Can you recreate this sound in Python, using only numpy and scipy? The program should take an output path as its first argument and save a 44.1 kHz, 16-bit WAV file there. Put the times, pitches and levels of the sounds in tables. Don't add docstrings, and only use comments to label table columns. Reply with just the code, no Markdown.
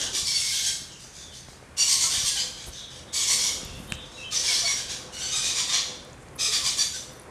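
import sys
import numpy as np
from scipy import signal
from scipy.fft import rfft, irfft, next_fast_len
from scipy.io import wavfile
from scipy.ndimage import map_coordinates

SR = 44100
rng = np.random.default_rng(int(sys.argv[2]) if len(sys.argv) > 2 else 0)


def store_wav(level_fs):
    pcm = np.round(np.clip(np.atleast_2d(level_fs), -1, 1) * 32767)
    wavfile.write(sys.argv[1], SR, pcm.T.astype(np.int16))


def boost(x):
    u = np.asarray(x, float) / 20
    return 10 ** u


N = 321930

# start in seconds, length in seconds, pitch in Hz, level in dB, roughness 0-1.
DEEP_CHICK = [(0.124, 0.062, 1167, -24.5, 0.8), (0.248, 0.067, 1085, -26.5, 0.77),
              (0.34, 0.064, 1107, -38, 0.8), (0.421, 0.12, 1095, -28.5, 0.94),
              (1.763, 0.12, 1137, -27, 0.46), (1.868, 0.073, 1063, -21.5, 0.91),
              (1.99, 0.054, 1080, -22, 1.06), (2.095, 0.16, 1168, -30, 0.46),
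              (2.24, 0.043, 1066, -22, 0.84), (3.122, 0.11, 1124, -25, 0.7),
              (3.263, 0.073, 1075, -21.5, 0.79), (3.371, .11, 1104, -26, 0.94),
              (4.302, 0.06, 1210, -27.5, 0.5), (4.423, 0.129, 1101, -24, 1), (4.548, 0.053, 1170, -30, 0.2),
              (4.637, 0.08, 1129, -27, 0.69), (5.301, 0.086, 1242, -29.5, 0.78),
              (5.41, 0.093, 1218, -27, 0.94), (5.539, 0.064, 1169, -24.5, 0.88),
              (5.671, 0.05, 1197, -26.5, 1), (5.714, 0.039, 1169, -21.5, 1.07),
              (6.379, 0.086, 1240, -25.5, 0.72), (6.501, 0.055, 1173, -23.5, 0.8),
              (6.628, 0.048, 1188, -23, 0.9), (6.759, 0.062, 1167, -25, 0.66)]
# start in seconds, length in seconds, pitch in Hz, level in dB,
# roughness 0-1.
SHRILL_CHICK = [(-.055, 0.093, 1604, -27.5, 0.86), (.322, 0.098, 1347, -28, 1.07),
                (0.51, 0.099, 1590, -28.5, 0.92), (0.619, 0.067, 1591, -26, 0.82),
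                (1.763, 0.068, 1417, -25.5, 0.6), (2.089, 0.073, 1533, -27, 0.84),
                (2.331, 0.078, 1592, -29, 0.85), (4.309, 0.12, 1492, -34, 0.94),
                (4.752, 0.041, 1571, -31, 0.67), (4.876, 0.045, 1607, -30.5, 0.97),
                (5.115, 0.092, 1450, -36.5, 0.6), (5.193, 0.11, 1516, -34, 0.7),
                (5.306, 0.066, 1558, -38, 0.26), (6.921, 0.05, 1470, -35, 0.61)]
# start in seconds, length in seconds, pitch in Hz, level in dB.
FAR_CHICK = [(0.98, 0.063, 1197, -45), (1.117, 0.11, 1173, -45.5), (1.312, 0.053, 1144, -43.5),
             (1.467, 0.038, 1647, -47.5), (2.552, 0.089, 1602, -42), (2.708, 0.089, 1525, -42.5),
             (2.884, 0.098, 1586, -46.5), (3.613, 0.12, 1097, -50), (4.101, 0.12, 1277, -48),
             (3.746, 0.095, 1513, -55), (3.987, 0.093, 1560, -54)]
# frequency in Hz, level in dB per Hz.
THROAT = [(410, -66), (700, -6), (860, -9.5), (1110, -12), (1270, -19.5), (1910, -7), (2210, -9.5),
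          (2640, -8.5), (3460, 0), (3990, -1.5), (4600, -1.5), (5800, 0), (8880, -8.5), (11600, -20),
          (15300, -37)]
# time in seconds, brightness in dB per octave,
# low throat band in dB, upper throat band in dB.
FACING = [(0, -2.5, 0, -1), (.15, 1.5, 2, 4), (.65, 1.5, -3, 0), (1.8, 1.5, -1, 3), (2.1, 0, -2, 2),
          (2.25, 1.5, 0, 3.5), (2.4, -3.5, 2, 1), (3.15, 0.5, -2.5, 0), (3.3, 1.5, -5, 0.5),
          (3.4, -2, -2, 0), (4.35, -1, -0.5, -1), (4.9, -2.5, -4.5, 0), (5.15, -2, -1, -1),
          (5.5, -2.5, -0.5, -2), (5.7, -4, 2.5, 3), (6.4, -1, -2.5, 2.5), (6.65, -1.5, 0, 1),
          (6.9, 0, -4, -3)]
# start in seconds, length in seconds,
# pitch in Hz, beak tuning in Hz, level in dB.
SQUEALS = [(.245, 0.049, 1186, 4750, -32.5), (0.332, 0.049, 1141, 4590, -26),
           (1.782, 0.053, 1415, 7075, -33), (2.357, 0.054, 1500, 3250, -34.5),
           (2.388, 0.04, 1617, 4853, -33), (3.137, .054, 1156, 4625, -38), (4.327, 0.076, 1200, 5740, -28),
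           (4.353, 0.038, 1350, 5460, -31), (4.518, 0.068, 1090, 4000, -30.5),
           (4.56, 0.047, 1100, 5000, -35), (4.639, 0.03, 1110, 4480, -25.5),
           (4.689, 0.076, 1141, 5765, -31.5), (5.21, 0.075, 1526, 5900, -33), (5.303, .11, 1250, 6260, -34),
           (5.556, 0.03, 1190, 5950, -39), (6.399, 0.091, 1243, 5430, -25), (6.779, 0.038, 1169, 5200, -20),
           (0.12, 0.066, 1175, 5000, -38), (1.788, 0.038, 1150, 4700, -25), (1.894, 0.033, 1175, 4700, -25),
           (6.516, 0.034, 1187, 4750, -31), (6.645, 0.047, 1187, 4750, -28), (5.665, 0.05, 1220, 3660, -35),
           (.655, 0.03, 1605, 6740, -25), (5.31, .075, 1250, 3750, -36.5), (5.315, .1, 1250, 8750, -40),
           (5.21, .085, 1526, 7630, -39.5), (5.21, 0.077, 1530, 4590, -39.5),
           (5.435, 0.06, 1225, 6120, -37), (5.435, 0.041, 1225, 3680, -37), (5.575, .05, 1170, 3510, -38),
           (5.35, 0.054, 1570, 7850, -35), (3.39, 0.05, 1300, 4680, -34), (3.39, .04, 1150, 5750, -37),
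           (3.265, 0.033, 1145, 5720, -33), (3.3, .05, 1110, 4440, -33), (3.165, 0.033, 1150, 7600, -31),
           (4.33, 0.035, 1210, 3630, -36), (4.57, .06, 1185, 5920, -31), (2.25, .04, 1065, 8600, -31.5)]
# start in seconds, length in seconds, pitch in Hz, level in dB.
MEWS = [(0.039, 0.068, 1545, -49), (.27, .05, 2306, -42), (0.318, .045, 2224, -40),
        (.387, 0.14, 2176, -41.5), (0.507, .021, 1595, -45.5), (0.676, 0.027, 1590, -54),
        (.696, 0.08, 2150, -49), (3.305, .035, 2187, -40), (4.308, 0.048, 1215, -47),
        (4.471, 0.054, 2220, -33), (4.618, 0.032, 688, -44), (4.642, 0.062, 2235, -32.5),
        (4.677, 0.034, 1126, -47), (5.195, 0.04, 1530, -54), (5.199, 0.056, 3087, -42.5),
        (5.36, 0.043, 1536, -49), (5.34, .1, 2480, -46), (5.568, 0.036, 2346, -39), (.54, 0.083, 2194, -45),
        (5.69, 0.029, 1155, -43), (6.383, .078, 2504, -42.5), (6.781, 0.03, 1727, -42),
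        (6.927, 0.036, 1505, -46.5), (1.901, 0.094, 1081, -49), (2.02, .07, 1350, -48),
        (2.021, 0.11, 1050, -49), (2.3, 0.056, 1650, -47), (3.44, .06, 958, -48), (3.47, 0.053, 2202, -44),
        (4.49, .05, 693, -48), (6.622, .065, 1059, -47), (6.77, 0.037, 1132, -46),
        (5.311, 0.086, 1240, -49), (.66, .1, 1600, -54)]
# start in seconds,
# length in seconds, start pitch in Hz, end pitch in Hz, level in dB.
HOARSE_WHISTLES = [(1.29, 0.06, 3400, 3080, -51), (2.73, 0.12, 3770, 3680, -43),
                   (2.76, 0.094, 3340, 3400, -46), (2.859, .09, 3650, 3470, -52),
                   (1.01, 0.094, 6150, 6200, -53), (1.15, 0.098, 6300, 6170, -52),
                   (1.328, .08, 6250, 6150, -50), (.88, .08, 3006, 2950, -51.5), (3.6, .2, 2750, 2650, -53),
                   (3.62, .17, 3500, 3450, -52), (3.063, 0.07, 3540, 3750, -49.5),
                   (3.864, 0.088, 3680, 3730, -47.5), (3.967, .08, 3760, 3450, -43)]
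# start in seconds, length in seconds, start pitch in Hz,
# end pitch in Hz, level in dB.
PURE_WHISTLES = [
    (0.118, 0.06, 384, 366, -45),
    (1.17, 0.083, 3480, 3610, -49),
    (1.25, .05, 3620, 3380, -50),
    (3.87, 0.12, 3100, 3155, -47),
    (4.127, 0.09, 3880, 3850, -48),
    (4.161, 0.083, 2710, 2625, -42),
    (4.222, 0.08, 3096, 3170, -40),
    (6.472, 0.02, 450, 430, -36),
]
# start in seconds, peak in dB, centre frequency in Hz.
TICKS = [(1.486, -30, 1800), (1.4852, -31.5, 600), (1.532, -33.5, 710), (1.627, -34, 590),
         (3.362, -30, 10800), (3.65, -24, 12200), (3.955, -36, 12000), (6.049, -33, 8000),
         (6.0495, -38, 10500), (6.0493, -40, 13000), (6.0983, -40, 7200), (6.2857, -42, 9500),
         (6.0987, -34, 5400), (6.1313, -28.5, 6700), (6.2856, -37, 4670), (6.2858, -35, 6700),
         (6.3595, -30, 10500), (6.3635, -25, 10600), (6.6694, -18, 10600), (7.198, -24.5, 9800),
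         (7.2178, -30, 10500)]
# start in seconds, peak in dB, centre frequency in Hz.
BUMPS = [(0.229, -28, 77), (0.819, -28, 215), (1.487, -29, 106), (1.534, -46, 60), (1.626, -44, 72.7),
         (2.178, -26, 81), (2.239, -23, 145), (2.682, -22.5, 63.4), (3.632, -21, 214), (3.656, -24, 88.5),
         (3.737, -27, 102), (3.801, -22, 181.3), (3.836, -27, 135), (3.914, -48, 106), (3.922, -16, 150),
         (3.948, -26, 80.7)]
# start in seconds, peak in dB.
TAP = [
    (3.922, -14),
    (3.94, -35),
]
# frequency in Hz, level in dB, 60 dB decay time in seconds.
TAP_MODES = [(2640, 3.5, 0.0042), (1800, -12.5, 0.014), (8000, 6, 0.0012)]
# start in seconds, length in seconds, level in
# dB, centre frequency in Hz.
SWISHES = [(2.659, 0.032, -44, 10100), (2.663, .03, -45.5, 296), (3.719, 0.21, -56, 10000),
           (3.931, .013, -46, 6500), (4.964, 0.066, -65, 11000), (6.192, 0.051, -65, 8000),
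           (6.763, .03, -54, 12500), (7.099, .075, -62, 11000), (7.219, .012, -63, 10800),
           (6.347, 0.027, -61, 11500), (0.897, 0.1, -51.5, 6000)]
# frequency in Hz, 60 dB decay time in seconds.
ROOM_DECAY = [(500, 0.4), (3000, 0.67), (6000, 0.56), (12000, 0.55)]
# time in seconds, level in dB.
BUSTLE = [
    (0.0, -44.5),
    (0.39, -55.5),
    (1.54, -56.5),
    (2.15, -52),
    (2.88, -55),
    (3.36, -47.5),
    (4.19, -51),
    (4.41, -50),
    (7.3, -51),
]
# frequency in Hz, level in dB per Hz.
MURMUR = [(88, -65), (150, -15.5), (221, -4), (376, -3.5), (516, -4.5), (898, -8.5), (1110, -7.5),
          (2500, -20.5), (3250, -56), (5500, -120)]
# frequency in Hz, level in dB per Hz.
RUMBLE = [(12, -46), (20, -13), (32, -1), (70, 0), (97, -8), (124, 2), (200, -4.5), (260, -11), (440, -120)]
# frequency in Hz, level in dB per Hz.
HISS = [(880, -30), (1500, 1.5), (2320, -2), (2510, -2.5), (4080, -10), (9390, -9.5), (15300, -33)]
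# frequency in Hz, level in dB, line width in Hz.
HUM = [(80.2, -57, 6.7), (123.9, -60, 4.1)]


def unit(x):
    return x / np.sqrt(np.mean(x ** 2) + 1e-20)


def along(points, hz):
    f, v = np.transpose(points)
    return np.interp(np.log(hz + 1), np.log(f + 1), v)


def filtered(x, response):
    m = next_fast_len(len(x) + 2048)
    return irfft(rfft(x, m) * response(np.fft.rfftfreq(m, 1 / SR)), m)[:len(x)]


def wobble(size, rate_hz):
    knots = rng.standard_normal(size // 8 + 4)
    return map_coordinates(knots, [np.arange(size) * rate_hz / SR], order=1)


def swell(t, length, rise, fall):
    attack = np.sin(np.pi / 2 * np.clip(t / rise, 0, 1)) ** 2
    return attack * boost(-60 * np.clip(t - length, 0, None) / fall)


def add(track, s, sound):
    start = round(s * SR)
    sound = sound[max(-start, 0):]
    track[max(start, 0):][:len(sound)] += sound[:len(track) - max(start, 0)]


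def syrinx_voice(t, length, hz, rough):
    orders = np.arange(1, 14)[:, None]
    arch = -.02 * (2 * t / (length + 0.028) - 1) ** 2
    jitter = 0.00593 + np.maximum(arch, -.03) + 0.00611 * wobble(len(t), 25.3)
    steady = 2 * np.pi * np.cumsum(hz * (1 + jitter)) / SR
    scatter = .029 * rough * wobble(len(t), 891.0)
    phase = steady + 2 * np.pi * np.cumsum(hz * scatter) / SR
    flutter = np.array([wobble(len(t), 340) for _ in orders])
    overtones = (orders * hz < SR * .45) * boost(5 / orders ** 7.3 - 3.5 * (orders == 3))
    half_pitch = 0.48

    chance_db = 1.3 * rng.standard_normal(orders.shape)
    drift_db = 4.9 * np.array([wobble(len(t), 63.7) for _ in orders])
    clear = np.sqrt(1 - rough) * np.cos(orders * steady) * boost(chance_db + drift_db - 6 / orders ** 2)
    clear = clear * (1 + half_pitch * np.cos(steady / 2))
    raspy = 1.58 * np.sqrt(rough) * np.minimum(orders / 1.9, 1) * flutter * np.cos(orders * phase)
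    raspy = raspy * (1 + half_pitch * np.cos(phase / 2))
    return unit(np.sum((clear + raspy) * overtones, axis=0)), phase


def gated_breath(phase):
    jet = rng.standard_normal(len(phase)) * (1.7 + np.cos(phase))
    breath = unit(filtered(jet, lambda f: f ** 2 / (f ** 2 + 1600 ** 2)))
    return breath * boost(1.8 * wobble(len(phase), 488.0))


def vocal_tract(source, s, bright_db):
    times, *columns = np.transpose(FACING)
    turn_db, low_db, upper_db = [np.interp(s, times, column) for column in columns]
    beak_db = 2.2 * rng.standard_normal(60)

    def colour(f):
        tilt_db = (bright_db + turn_db) * np.log2(np.clip(f, 1500, 11000) / 5500)
        low = low_db * np.exp(-((f - 3290) / 290) ** 2)
        upper = upper_db * np.exp(-((f - 4540) / 290) ** 2)
        gap_db = np.interp(f / 300, np.arange(len(beak_db)), beak_db)
        return boost(along(THROAT, f) + tilt_db + low + upper + gap_db)

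    return filtered(source, colour)


def chicks():
    out, t = np.zeros(N), np.arange(SR // 5) / SR
    notes = [(*note, 0.46) for note in DEEP_CHICK]
    notes += [(*note, -0.03) for note in SHRILL_CHICK]
    notes += [(*note, 1, 0) for note in FAR_CHICK]
    lead = .003
    for s, length, hz, db, rough, bright_db in notes:
        rough = np.clip(rough, 0, 1)
        voice, phase = syrinx_voice(t, length, hz, rough)
        stumble = boost(1.35 * rough * wobble(len(t), 206.0))
        source = stumble * (voice + 1.7 * rough * gated_breath(phase))
        note = unit(vocal_tract(source, s, bright_db))
        push_db = 0.59 * (np.minimum(t / length, 1) - 1.5)
        envelope = swell(t, length + lead, rise=0.033, fall=0.17)
        add(out, s - lead, boost(db - 2.5 + push_db) * envelope * note)
    return out


def squeals():
    out, t = np.zeros(N), np.arange(SR // 4) / SR
    orders = np.arange(1, 10)[:, None]
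    mews = [(s, length, hz, hz, db) for s, length, hz, db in MEWS]
    for s, length, hz, beak_hz, db in SQUEALS + mews:
        glide = hz * (1 - 0.13 * (np.minimum(t, length) - length / 2))
        hoarse = 0.0094 * wobble(len(t), 406) + 0.0091 * wobble(len(t), 43.5) + 22 / hz * wobble(len(t), 150)
        phase = 2 * np.pi * np.cumsum(glide * (1 + hoarse)) / SR
        skirt_db = -13.5 * np.abs(orders * hz - beak_hz) / 1000
        stack = np.sum(boost(skirt_db) * np.sin(orders * phase), axis=0)
        level = boost(db + 2 + 3.7 * wobble(len(t), 83.3))
        add(out, s, level * swell(t, length, rise=0.02, fall=0.094) * stack)
    return out


def far_bird():
    out, t = np.zeros(N), np.arange(SR // 4) / SR
    whistles = [(*w, 0.06) for w in HOARSE_WHISTLES] + [(*w, 0.027) for w in PURE_WHISTLES]
    for s, length, start_hz, end_hz, db, warble in whistles:
        glide = start_hz + (end_hz - start_hz) * np.clip(t / length, 0, 1)
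        phase = 2 * np.pi * np.cumsum(glide * (1 + warble * wobble(len(t), 509.0))) / SR
        add(out, s, boost(db) * swell(t, length, rise=0.029, fall=0.03) * np.sin(phase))
    return out


def small_contacts():
    out, t = np.zeros(N), np.arange(SR // 2) / SR
    for s, db, hz in TICKS:
        cycles = np.clip(hz / 400, 3, 25)
        onset = 1 - np.exp(-(t / 0.00034) ** 2)
        add(out, s, boost(db + 5.0 - 60 * t * hz / cycles) * np.sin(2 * np.pi * hz * t) * onset)
    for s, db, hz in BUMPS:
        onset = 1 - np.exp(-t / 0.00019)
        add(out, s, boost(db - 2.5 - 60 * t * hz / 3) * np.sin(2 * np.pi * hz * t) * onset)
    for s, db in TAP:
        ring = sum(boost(level - 60 * t / t60) * np.sin(2 * np.pi * hz * t) for hz, level, t60 in TAP_MODES)
        add(out, s, -boost(db + 3) * ring * np.minimum(t / .0002, 1) ** 2)
    for s, length, db, hz in SWISHES:
        band = lambda f: np.exp(-((f - hz) / (600 + 0.24 * hz)) ** 2)
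        rub = unit(filtered(rng.standard_normal(len(t)), band))
        level = boost(db + 3.2 * wobble(len(t), 82))
        add(out, s, level * swell(t, length, rise=length / 3, fall=0.051) * rub)
    return out


def room(x, count=4):
    hz, t, z = signal.stft(rng.standard_normal((count, SR)), SR, nperseg=256)
    decay = boost(-60 * t / along(ROOM_DECAY, hz)[:, None])
    tails = signal.istft(z * decay, SR, nperseg=256)[1]
    aims = np.array([wobble(N, 14) for _ in tails])
    aims = aims / np.linalg.norm(aims, axis=0)
    fed = np.pad(aims * x, ((0, 0), (200, 0)))
    echoes = signal.fftconvolve(fed, tails / np.linalg.norm(tails[0]), axes=1)
    return echoes.sum(axis=0)[:N]


def noise(response):
    return unit(filtered(rng.standard_normal(N), response))


def motor_line(hz, width):
    return noise(lambda f: 1 / (1 + ((f - hz) / width) ** 2))


def house():
    now = np.arange(N) / SR
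    murmur_db = np.interp(now, *np.transpose(BUSTLE))
    handling_db = 9 * np.exp(-((now - 3.81) / 0.21) ** 2)
    rumble_db = -52.5 + 0.27 * (murmur_db - murmur_db.mean()) + handling_db
    rumble = boost(rumble_db + 1.2 * wobble(N, 8.7)) * noise(lambda f: boost(along(RUMBLE, f)))
    drone = boost(-8) * np.clip((now - 1.9) / 0.48, 0, 1) * motor_line(hz=509.7, width=11.0)
    voices = noise(lambda f: boost(along(MURMUR, f))) + drone
    murmur = boost(murmur_db + 1.13 * wobble(N, 13) + 1.5) * voices
    hiss = boost(-56.0) * noise(lambda f: boost(along(HISS, f)))
    hum = sum(boost(db) * motor_line(hz, width) for hz, db, width in HUM)
    return rumble + murmur + hiss + hum


def scene():
    rasp, clear, far, taps = chicks(), squeals(), far_bird(), small_contacts()
    direct = boost(0.5) * (rasp + clear) + boost(0.5) * far + taps
    echoes = room(boost(2) * rasp + boost(-8.5) * clear + far + boost(-11.5) * taps)
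    return (direct + echoes + house())[None]


def roll_off(x):
    return signal.sosfilt(signal.butter(12, 15410, fs=SR, output="sos"), x)


def record(dry):
    mix = filtered(dry[0], lambda f: (f < 15350) * (f > 33))[None]
    return roll_off(mix)


dry = scene()
out = record(dry)
store_wav(out)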